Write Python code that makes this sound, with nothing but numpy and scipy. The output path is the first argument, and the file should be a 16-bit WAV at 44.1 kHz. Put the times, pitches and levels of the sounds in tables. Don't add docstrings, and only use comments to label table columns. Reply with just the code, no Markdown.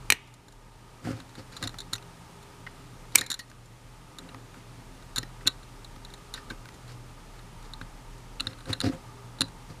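import sys
import numpy as np
from scipy import signal
from scipy.fft import rfft, irfft
from scipy.io import wavfile
from scipy.ndimage import uniform_filter1d

SR = 44100
rng = np.random.default_rng(int(sys.argv[2]) if len(sys.argv) > 2 else 0)


def generate_wav(sig):
    pcm = np.round(np.clip(np.atleast_2d(sig).T, -1, 1) * 32767).astype(np.int16)
    wavfile.write(sys.argv[1], SR, pcm)


def rack_gain(trim_db):
    fader = np.asarray(trim_db, float)
    return 10 ** (fader / 20)


N = 432180
T = np.arange(N) / SR

# start in seconds, jaw peak in dB, handles in dB re jaw, tips in dB re jaw,
# crumbling time in ms.
BITES = [(1.5662, -31, -10, -8, 8.1), (1.626, -27.5, -2, -2, 4.9), (1.6376, -25.5, -10, -5, 7),
         (1.6926, -35, -10, -10, 5.3), (1.7857, -30.5, -14, -4.5, 6), (1.8034, -30, -14, -6, 6),
         (1.8156, -37, -16, -11, 6), (1.9323, -19.5, -10, -3.5, 7.2), (1.9525, -32, -7, -8, 7.3),
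         (1.959, -36, -24, 0, 5.4), (3.1836, -17.5, -14, -3.5, 4), (3.1895, -20, -13, -5, 3.6),
         (3.2106, -22, -17, -0.5, 4), (3.2636, -36, -6, 1, 4.5), (3.302, -21.5, -13, -3, 6.7),
         (3.3152, -20, -11.5, -3.5, 5), (3.3276, -24, -25, -9, 5), (3.341, -26.5, -13, -3, 4.7),
         (4.1855, -33, -10, -2.5, 5.1), (5.1599, -21.5, -13, -2.5, 7), (5.168, -27, -6, -7, 4.9),
         (5.1775, -27, -2.5, -10, 3), (5.182, -15.5, -11.5, -5, 4), (5.8455, -38.5, -21.5, -5, 6),
         (6.0487, -36.5, -14, -7, 4.6), (6.1379, -34, -13, -6, 5), (6.339, -25.5, -15, -5, 6.2),
         (7.735, -29, -17, -14, 4.4), (8.4052, -18, -14.5, -9, 2.6), (8.4696, -17.5, -12.5, -17.5, 3.1),
         (8.8034, -17.5, -15, -7.5, 3.4), (8.8127, -23, -9, -5.5, 3.3), (5.4676, -21, -14, -7, 5.3),
         (5.4728, -8, -14.5, -6.5, 5.9)]
# start in seconds, jaw peak in dB, handles in dB re jaw,
# tips in dB re jaw, swell time in ms.
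GRINDS = [
    (1.671, -23, -10, -5.5, 7.2),
    (5.464, -36, 3, -4, 1.8),
    (5.479, -23, -6, -16, 4),
    (6.497, -32.5, -6.5, -11, 11),
    (8.397, -26, -11, -17, 4.6),
    (8.727, -16.5, -15, -11.5, 9.5),
    (9.4065, -10.5, -16, -7.5, 3.4),
    (9.4149, -13.5, -10.5, -6, 3.7),
]
# start in seconds, jaw peak in dB, tips in dB re jaw.
NIPS = [(.275, -57, 3), (3.229, -52, 0), (0.3394, -56.5, 9.5), (0.483, -48, -1), (0.523, -54, 4),
        (1.2008, -39, -7), (1.353, -41, -6), (2.025, -46, -5), (2.4284, -49, 1), (3.238, -48, 5),
        (3.3913, -45, 11), (4.289, -42, -11), (5.0242, -48, -8), (5.63, -47, -6), (7.391, -48, -7),
        (8.5313, -43, -20), (8.656, -39.5, -10), (8.6704, -50, -12), (8.749, -42, -16), (1.042, -48, -5),
        (1.1667, -52, 0), (1.293, -51, 0), (1.5239, -46, 1), (2.7945, -56, 0), (3.121, -50.5, 2),
        (3.4805, -59, 0), (3.499, -52, 4), (3.658, -58, 5.5), (6.1015, -48, -4), (6.1779, -52, -4),
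        (6.7416, -50, 1), (6.8778, -49.5, 0), (6.9182, -52, 2), (7.6256, -50, -1), (8.18, -53.5, 3),
        (8.5056, -50, -8), (8.586, -48, -5), (8.6056, -45, -5), (8.8608, -34, -19), (8.871, -39, -18),
        (8.885, -39, -14), (1.9284, -37, -6), (9.386, -43, -8), (9.482, -47, -4), (7.813, -39, -13),
        (6.3455, -38, -8), (6.357, -44, -10), (6.375, -43, -6), (3.177, -34, 6)]
# start in seconds, peak in dB, pitch in Hz,
# treble in dB re peak, crumbling time in ms.
TICKS = [(1.742, -35, 1225, -9, 5.5), (1.981, -41.5, 2700, -2, 3.4), (2.666, -28.5, 1930, -19, 7.3),
         (3.213, -27, 1770, -8, 3.2), (3.3937, -37, 1860, 1, 11), (3.5148, -41, 1530, -8, 1.8),
         (4.345, -34, 1230, -10.5, 3.1), (4.5423, -42.5, 1450, -8, 2.8), (5.23, -33, 1813, -3, 4.5),
         (5.4093, -40.5, 1860, -11, 3.5), (5.457, -37, 1520, -22, 5.8), (5.9613, -41, 1270, -6, 3.5),
         (6.378, -39, 1560, -11, 5.3), (6.509, -32.5, 1530, -10, 4.4), (6.656, -38.5, 1530, -3, 1.6),
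         (6.6884, -36.5, 1370, -6, 2.2), (7.813, -31, 1510, -14, 1.9), (8.804, -31, 2820, -10, 2),
         (8.812, -37, 2800, -14, 1.9)]
# start in seconds, peak in dB, treble in dB re peak, swell time in ms,
# lateness of the peak as an exponent.
SNAPS = [
    (.102, 6, -15.5, 2.83, 0.4),
    (0.1224, -0.5, -14, 4.5, 0.29),
    (3.149, -14.5, -10, 9.6, 1.04),
    (3.156, -10, 9, 1.3, 0.5),
    (3.1573, -2, -21, 2.95, 0.5),
    (3.159, -24, 8, 2.5, 0.41),
    (3.171, -27.5, -17, 11, 2),
]
# start in seconds, peak in dB, pitch in Hz,
# 60 dB decay in seconds, spread of their pitches from 0 to 1.
LOOSE_TABS = [(0.105, -22, 4090, 0.1, 0.02), (.125, -27, 1900, 0.067, .03), (.126, -41, 2470, 0.36, 0.15),
              (3.162, -33.5, 2340, 0.38, 0.1), (3.214, -28, 1800, 0.07, 0.04),
              (3.222, -45, 1900, 0.38, 0.2), (3.305, -33, 1700, 0.11, .15), (3.392, -35, 1863, 0.13, 0.02),
              (3.393, -38, 4250, 0.089, 0.06), (3.213, -40, 4050, 0.33, 0.04),
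              (5.186, -38, 4020, 0.26, 0.01), (5.484, -37.5, 3880, 0.19, 0), (9.421, -32, 3985, 0.12, 0.03),
              (9.419, -43, 4710, .16, 0.03), (9.4075, -27, 4780, .012, 0.02),
              (9.4162, -28.5, 2720, .02, 0.03), (8.742, -41, 4050, 0.092, 0.03),
              (8.815, -36, 4800, .08, 0.03), (8.474, -46, 5300, .2, .004), (8.3975, -29, 2750, .014, 0.01),
              (8.4052, -28, 2760, .014, 0), (8.407, -32, 1350, 0.056, .05), (1.628, -39, 1900, .08, 0),
              (5.2305, -41, 5200, .015, 0), (5.457, -35, 2460, .012, .05), (8.734, -36, 1700, .08, .05),
              (5.185, -37.5, 1400, 0.09, 0.4), (1.958, -46, 6050, .06, 0.05), (3.395, -49, 9400, .12, .01),
              (6.376, -38, 1620, 0.07, .12), (6.504, -31, 1560, 0.088, 0.02), (3.186, -28, 3900, .05, 0.05),
              (3.186, -32, 7100, .04, 0.05)]
# start in seconds, peak in dB, 60 dB decay in seconds,
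# favoured pitch in Hz.
KNOCKS = [(0.102, -23, 0.12, 400), (0.123, -25, 0.11, 300), (1.928, -32, 0.27, 108),
          (2.599, -41, 0.14, 110), (3.153, -27.5, 0.15, 300), (3.21, -34, .4, 260), (3.3, -39, 0.22, 260),
          (3.39, -37, .2, 260), (4.19, -38, .25, 260), (5.232, -33, .2, 300), (1.744, -40, .2, 165),
          (4.345, -40, 0.27, 260), (4.571, -36, 0.15, 260), (5.175, -34, 0.82, 110),
          (5.183, -27, 0.24, 400), (5.459, -27.5, 0.27, 304), (5.475, -26.5, 0.31, 403),
          (5.97, -35, 0.12, 110), (6.381, -46, 0.15, 260), (6.508, -29.5, 0.21, 260), (6.517, -32, .3, 300),
          (7.813, -32.5, 0.39, 110), (8.405, -33.5, 0.13, 260), (8.47, -26.5, 0.32, 111),
          (9.404, -27.5, 0.3, 247), (9.411, -21.5, 0.33, 255), (9.43, -28.5, 0.69, 256),
          (1.054, -23, .15, 165), (1.063, -28, .12, 300), (1.072, -19.5, 0.16, 700),
          (1.088, -19.5, 0.24, 261), (1.107, -21.5, 0.36, 260), (1.132, -25, .5, 110),
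          (1.381, -30, .15, 200), (1.632, -26.5, 0.42, 112), (8.692, -33, .1, 303), (8.7, -23, 0.17, 260),
          (8.836, -20.5, .1, 300), (8.843, -19, 0.25, 109), (8.863, -17, .2, 200), (8.873, -15, 0.22, 263),
          (8.896, -19.5, 0.26, 264), (9.703, -29.5, .2, 161)]
# full pressure at seconds, hold in seconds, rumble in dB,
# dull rustle in dB, scrape in dB re rustle.
SLIDES = [(1.052, 0.061, -39, -44, -10), (1.144, 0.065, -48, -57, -6), (1.389, 0.0088, -42.5, -50, -2),
          (1.53, 0.05, -74, -53.5, -2.5), (1.63, 0.021, -37, -46.5, 0), (3.157, 0.058, -43.5, -47.5, -2),
          (4.194, 0.19, -52.5, -61.5, -15), (4.55, 0.038, -68, -58, -11), (5.416, .004, -66, -56, -14),
          (6.359, 0.021, -54, -52.5, 0), (6.508, 0.012, -49, -51.5, -11), (6.888, 0.032, -72, -53.5, -5),
          (7.646, 0.012, -61, -54.5, -5), (8.41, 0.11, -48.5, -54.5, -11), (8.696, 0.013, -32, -39.5, -8.5),
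          (8.845, 0.025, -29.5, -39.5, -2.5), (8.926, 0.016, -40.5, -49, -16),
          (9.7, 0.0074, -47.5, -54, -4)]

# pitch in Hz, level in dB, 60 dB decay in seconds.
JAW_MODES = [(3743, 2, 0.014), (3877, 2.5, 0.016), (4024, 5, 0.013), (4160, -1, 0.0098),
             (3640, -20.5, 0.045), (4040, -26, 0.052)]
HANDLE_MODES = [(1250, -5, .012), (1390, -3, .016), (1540, -1, .017), (1900, -7, .022), (2400, -10, .008),
                (2750, -3, .01)]
TIP_MODES = [(5580, -9.5, 0.0216), (5910, -6.5, 0.019), (7130, 4, 0.011), (8150, -7, 0.0094),
             (8720, -8, 0.0093), (9850, 3, 0.0041), (9250, 0.5, 0.0065), (11550, -2, 0.0051),
             (9900, -23.5, 0.035), (12700, -14.5, 0.022)]
PART_MODES = [(332, -16, 0.0277), (491, -9, 0.019), (940, -17, 0.013), (1400, -11.5, 0.0068),
              (1860, -13, 0.059), (2200, -9, .01), (2410, 6.5, 0.014), (2654, 5, 0.011), (2990, 3, 0.0091),
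              (3310, -4, 0.0048), (3780, 3, 0.0073), (4180, 6, 0.0089), (4670, 0.5, 0.0062)]
SHARD_MODES = [(5250, -5.5, 0.0055), (5870, -1.5, .007), (6660, -0.5, 0.007), (7300, -5.5, 0.0076),
               (8130, 0, .008), (9230, 1.5, 0.0064), (10180, -2, 0.0035), (11760, 0.5, 0.0039),
               (12600, -5, 0.0037), (13700, -6, .003)]
BENCH_MODES = [(111.5, -7.5, 0.45), (161, -6, 0.17), (268, 0.5, 0.085), (306, -5.5, 0.076),
               (406, -9.5, 0.067), (523, -7.5, 0.19), (700, -8, 0.052), (948, -32, 0.014)]
JAW_BAND_HZ = [3450, 4550]

# frequency in Hz, level in dB per Hz.
PAPER_SPECTRUM = [(290, -14), (500, 1), (615, -29), (800, -18), (1300, -3), (3600, -16.5), (4680, -54),
                  (7920, -120)]
AIR_SPECTRUM = [(32, -43), (55, -6), (145, -8.5), (402, -14.5), (1750, -21.5), (9380, -31.5),
                (14400, -41.5), (15800, -44.5)]
# pitch in Hz, width in Hz, level in dB re room tone.
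WHINE = [(166.7, 9.5, -10), (261.8, 4, -14), (299, 2.7, -19), (403, 2.3, -14), (815, 7.8, -21.5),
         (908, 79, -9.5), (1227, 71, -11), (9500, 250, -27.5)]
# time in seconds, mains hum in dB, rumble in dB.
MACHINE_LOAD = [(0.0, -55, -56), (0.3, -60.5, -65), (0.6, -62.5, -56), (1.2, -55, -65), (1.6, -57.5, -51.5),
                (2.3, -56, -61), (3.0, -56.5, -55), (3.45, -58, -64), (3.62, -50.5, -59.5),
                (3.85, -58, -59), (4.8, -56.5, -53.5), (6.0, -55.5, -49), (6.75, -57, -52.5),
                (6.92, -46.5, -52.5), (7.15, -56.5, -51), (8.4, -55.5, -48), (9.2, -54, -57),
                (9.8, -55.5, -48.5)]
# start in seconds, depth in dB, recovery in seconds.
DUCKS = [
    (.13, 7, 0.84),
    (3.2, 4, 0.99),
]

HELD_S, HELD_HZ = 1.5, 2350
REGRIP_S, REGRIP_HZ, REGRIP_TIPS_HZ = 8.3, 4150, 9300
GRIP_T60_S = 0.023
CONTACT_MS = 0.42
NIP_HANDLES_DB, NIP_CRUMBLE_MS = -3, 5.5
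SLIDE_RISE_DB_S, SLIDE_FALL_DB_S, PAPER_FALL_DB_S, HISS_DB = 695, 329, 504, -9.5
TONE_DB, DUCK_ATTACK_S, HUM_SWAY_DB = -52.5, 0.064, 1.5


def level(x, db):
    return x * rack_gain(db) / np.sqrt(np.mean(x ** 2))


def colour(shape):
    hz = np.arange(N // 2 + 1) * SR / N + 1e-3
    return level(irfft(rfft(rng.standard_normal(N)) * shape(hz), N), 0)


def slope(points):
    hz, db = np.transpose(points)
    return lambda f: rack_gain(np.interp(np.log(f), np.log(hz), db, -90, -90))


def peak(hz, width_hz):
    return lambda f: 1 / (1 + ((f - hz) / width_hz) ** 2)


def walk(rate):
    hold = int(SR / rate)
    steps = np.repeat(rng.standard_normal(N // 50)[:N // hold + 1], hold)
    return 1.316 * uniform_filter1d(uniform_filter1d(steps, hold), hold)[:N]


def decay(size, t60):
    return rack_gain(-60 * T[:size] / t60)


def ring(modes, scatter_db, detune, size, near_hz=None, soft_ms=0.025):
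    hz, db, t60 = np.transpose(modes)[:, :, None]
    chance = rng.standard_normal((2, len(modes), 1))
    if near_hz:
        db = db - np.minimum(70 * np.abs(np.log(hz / near_hz)), 9)
    fade = rack_gain(db + scatter_db * chance[0]) * decay(size, np.maximum(t60, 0.002))
    tones = np.sin(2 * np.pi * hz * (1 + detune * chance[1]) * T[:size])
    soft_contact = (1 - np.exp(-T[:size] * 1000 / soft_ms)) ** 2
    return soft_contact * np.sum(fade * tones, axis=0)


def crumble(ms, density, late=0., first=1.02):
    chance = rng.random((2, 1200))
    age = T[:1200] * 1000 / np.clip(ms, 0.2, 20)
    if late:
        shape = np.sin(np.pi * np.minimum(age, 1) ** late) ** 2
    else:
        shape = np.exp(-age ** 1.6)
    cracks = (chance[0] < density) * (2 * chance[1] - 1) * shape
    cracks[np.argmax(shape)] = first
    spectrum = rfft(cracks, 2400)
    smooth = np.sqrt(uniform_filter1d(np.abs(spectrum) ** 2, size=25))
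    even = irfft(spectrum / smooth)[:1200]
    return even * (shape > 0.003)


def tick(size):
    return np.diff(signal.windows.hann(size), 2)


def band(order, hz, kind, x):
    return signal.sosfilt(signal.butter(order, hz, kind, fs=SR, output="sos"), x)


def add(out, s, force, body, db):
    x = signal.fftconvolve(force, body)
    i = int(s * SR)
    x = x[:N - i]
    out[i:i + len(x)] += x * rack_gain(db) / np.max(np.abs(x))


def bite(out, s, db, handles_db, tips_db, ms, late):
    tight = s > REGRIP_S
    force = crumble(ms, 0.12, late, first=1.7)
    jaw = ring(JAW_MODES, 1.6, 0.0026, 2500, REGRIP_HZ if tight else None, CONTACT_MS)
    if tight:
        jaw = jaw * decay(2500, GRIP_T60_S)
    handles = ring(HANDLE_MODES, 2.0, 0.01, 2000, soft_ms=CONTACT_MS)
    tips = ring(TIP_MODES, 0.31, 0.0042, 3000, REGRIP_TIPS_HZ if tight else None, soft_ms=0.14)
    add(out, s, force, band(2, JAW_BAND_HZ, "bandpass", jaw), db)
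    add(out, s, force, handles, db + handles_db + 3)
    add(out, s, force, tips, db + tips_db + 0.2)
    add(out, s, force, tick(9), db + tips_db - 1.5)


def pliers():
    out = np.zeros(N)
    for s, db, handles_db, tips_db, ms in BITES:
        bite(out, s, db, handles_db, tips_db, ms, late=0)
    for s, db, tips_db in NIPS:
        bite(out, s, db, NIP_HANDLES_DB, tips_db, NIP_CRUMBLE_MS, late=0)
    for s, db, handles_db, tips_db, ms in GRINDS:
        bite(out, s, db, handles_db, tips_db, 1.5 * ms, late=0.6)
    return out


def handle_ticks():
    out = np.zeros(N)
    for s, db, hz, top_db, ms in TICKS:
        force = crumble(ms, 0.21)
        modes = [(hz, 2.5, 0.013), (0.816 * hz, -2, 0.008), (1.395 * hz, -2, 0.007), (1.224 * hz, -3, 0.006)]
        add(out, s, force, ring(modes, 2.4, 0.011, 2000, soft_ms=CONTACT_MS), db)
        add(out, s, force, tick(13), db + top_db + 4)
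    return out


def snaps():
    out = np.zeros(N)
    for s, db, top_db, ms, late in SNAPS:
        force = crumble(ms, 0.9, late, first=2.93)
        part = ring(PART_MODES, 0.4, 0.01, 2000, HELD_HZ if s > HELD_S else None)
        shards = ring(SHARD_MODES, 1.2, 0.012, 600, None if top_db > 0 else 5500)
        tabs = band(2, [1900, 3100], "bandpass", rng.standard_normal(16000))
        tabs = tabs * (decay(16000, 0.055) + rack_gain(-19.5) * decay(16000, 0.83))
        dust = band(1, [4000, 10000], "bandpass", rng.standard_normal(4000)) * decay(4000, 0.067)
        add(out, s, force, part, db)
        add(out, s, force, shards, db + top_db + 7)
        add(out, s, force, tick(5), db + 2 * top_db - 4)
        add(out, s, force, tabs, db - 30)
        add(out, s, force, dust, db - abs(top_db) - 16)
    return band(1, 700, "highpass", out)


def loose_tabs():
    out = np.zeros(N)
    for s, db, hz, t60, spread in LOOSE_TABS:
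        modes = [(hz * (1 + k * spread), 0, t60) for k in (-1, -0.6, -0.15, 0.2, 0.7, 1)]
        add(out, s, crumble(3.3, 0.17), ring(modes, 1.0, 0.002, 16000, soft_ms=0.4), db)
    return out


def knocks():
    out = np.zeros(N)
    for s, db, t60, hz in KNOCKS:
        body = ring(BENCH_MODES, 1.5, 0.02, 9000, hz) * decay(9000, np.maximum(t60, 0.02))
        add(out, s, signal.windows.hann(int(SR / (hz + 350))), body, db)
    return out


def pressure():
    out = 0
    falls = np.array([SLIDE_FALL_DB_S] + 3 * [PAPER_FALL_DB_S])[:, None]
    for s, hold, rumble_db, rustle_db, scrape_db in SLIDES:
        shape_db = SLIDE_RISE_DB_S * np.minimum(T - s, 0) - falls * np.maximum(T - s - hold, 0)
        layers_db = np.array([rumble_db, rustle_db, rustle_db + scrape_db, rustle_db + HISS_DB])
        out = out + rack_gain(layers_db[:, None] + shape_db)
    return out


def dragging():
    slips = (rng.random(N) < 0.012) * rng.standard_normal(N)
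    rumble = level(signal.fftconvolve(slips, ring(BENCH_MODES, 0, 0, 9000))[:N], 0)
    grit = 1 + uniform_filter1d(np.abs(slips), 40) / 0.053
    rumble_gain, *paper_gains = pressure()
    out = rumble_gain * rumble
    rustle_scrape_hiss = slope(PAPER_SPECTRUM), peak(4580, 880), peak(6800, 3700)
    for shape, gain in zip(rustle_scrape_hiss, paper_gains):
        out += gain * level(colour(shape) * grit, 0)
    return out


def room_air():
    air = colour(slope(AIR_SPECTRUM)) * rack_gain(0.28 * walk(24))
    for hz, width_hz, db in WHINE:
        air += rack_gain(db + 1.8 * walk(5)) * colour(peak(hz, width_hz))
    tone_db = TONE_DB + 1
    for s, depth_db, recovery_s in DUCKS:
        since = np.maximum(T - s, 0)
        tone_db = tone_db - depth_db * (1 - np.exp(-since / DUCK_ATTACK_S)) * np.exp(-(since / recovery_s) ** 2)
    return air * rack_gain(tone_db)


def unsteady_tone(hz, sway_hz, rate):
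    return np.sqrt(2) * np.sin(2 * np.pi * np.cumsum(hz + sway_hz * walk(rate)) / SR)


def machine():
    s, *columns = np.transpose(MACHINE_LOAD)
    hum_db, rumble_db = (np.interp(T, s, c) for c in columns)
    hum = 1.14 * unsteady_tone(119.5, 1.571, 4.8) + 0.65 * colour(peak(117.6, 13))
    rumble = unsteady_tone(34.5, 1.503, 5.5) + 0.53 * colour(peak(33, 8))
    return hum * rack_gain(hum_db + HUM_SWAY_DB * walk(6.6)) + rumble * rack_gain(rumble_db + 1.7 * walk(6))


def room_tail(near):
    tail = rng.standard_normal(12000) * decay(12000, 0.17) * np.clip(T[:12000] / 0.0024, 0, 1)
    tail = signal.lfilter([1], [1, -0.8], tail)
    return signal.fftconvolve(near, tail / np.sqrt(np.sum(tail ** 2)))[:N]


def scene():
    near = pliers() + handle_ticks() + snaps() + loose_tabs()
    close = near + rack_gain(-23) * room_tail(near) + knocks() + dragging()
    return (band(3, 80, "highpass", close) + room_air() + machine())[None]


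def low_pass(x):
    return signal.sosfilt(signal.butter(12, 15980, fs=SR, output="sos"), x)


def record(dry):
    top_cut = signal.ellip(6, 0.3, 40, 15000, fs=SR, output="sos")
    mix = signal.sosfilt(top_cut, np.clip(dry, -1, 1))
    return low_pass(np.clip(mix, -1, 1))


dry = scene()
out = record(dry)
generate_wav(out)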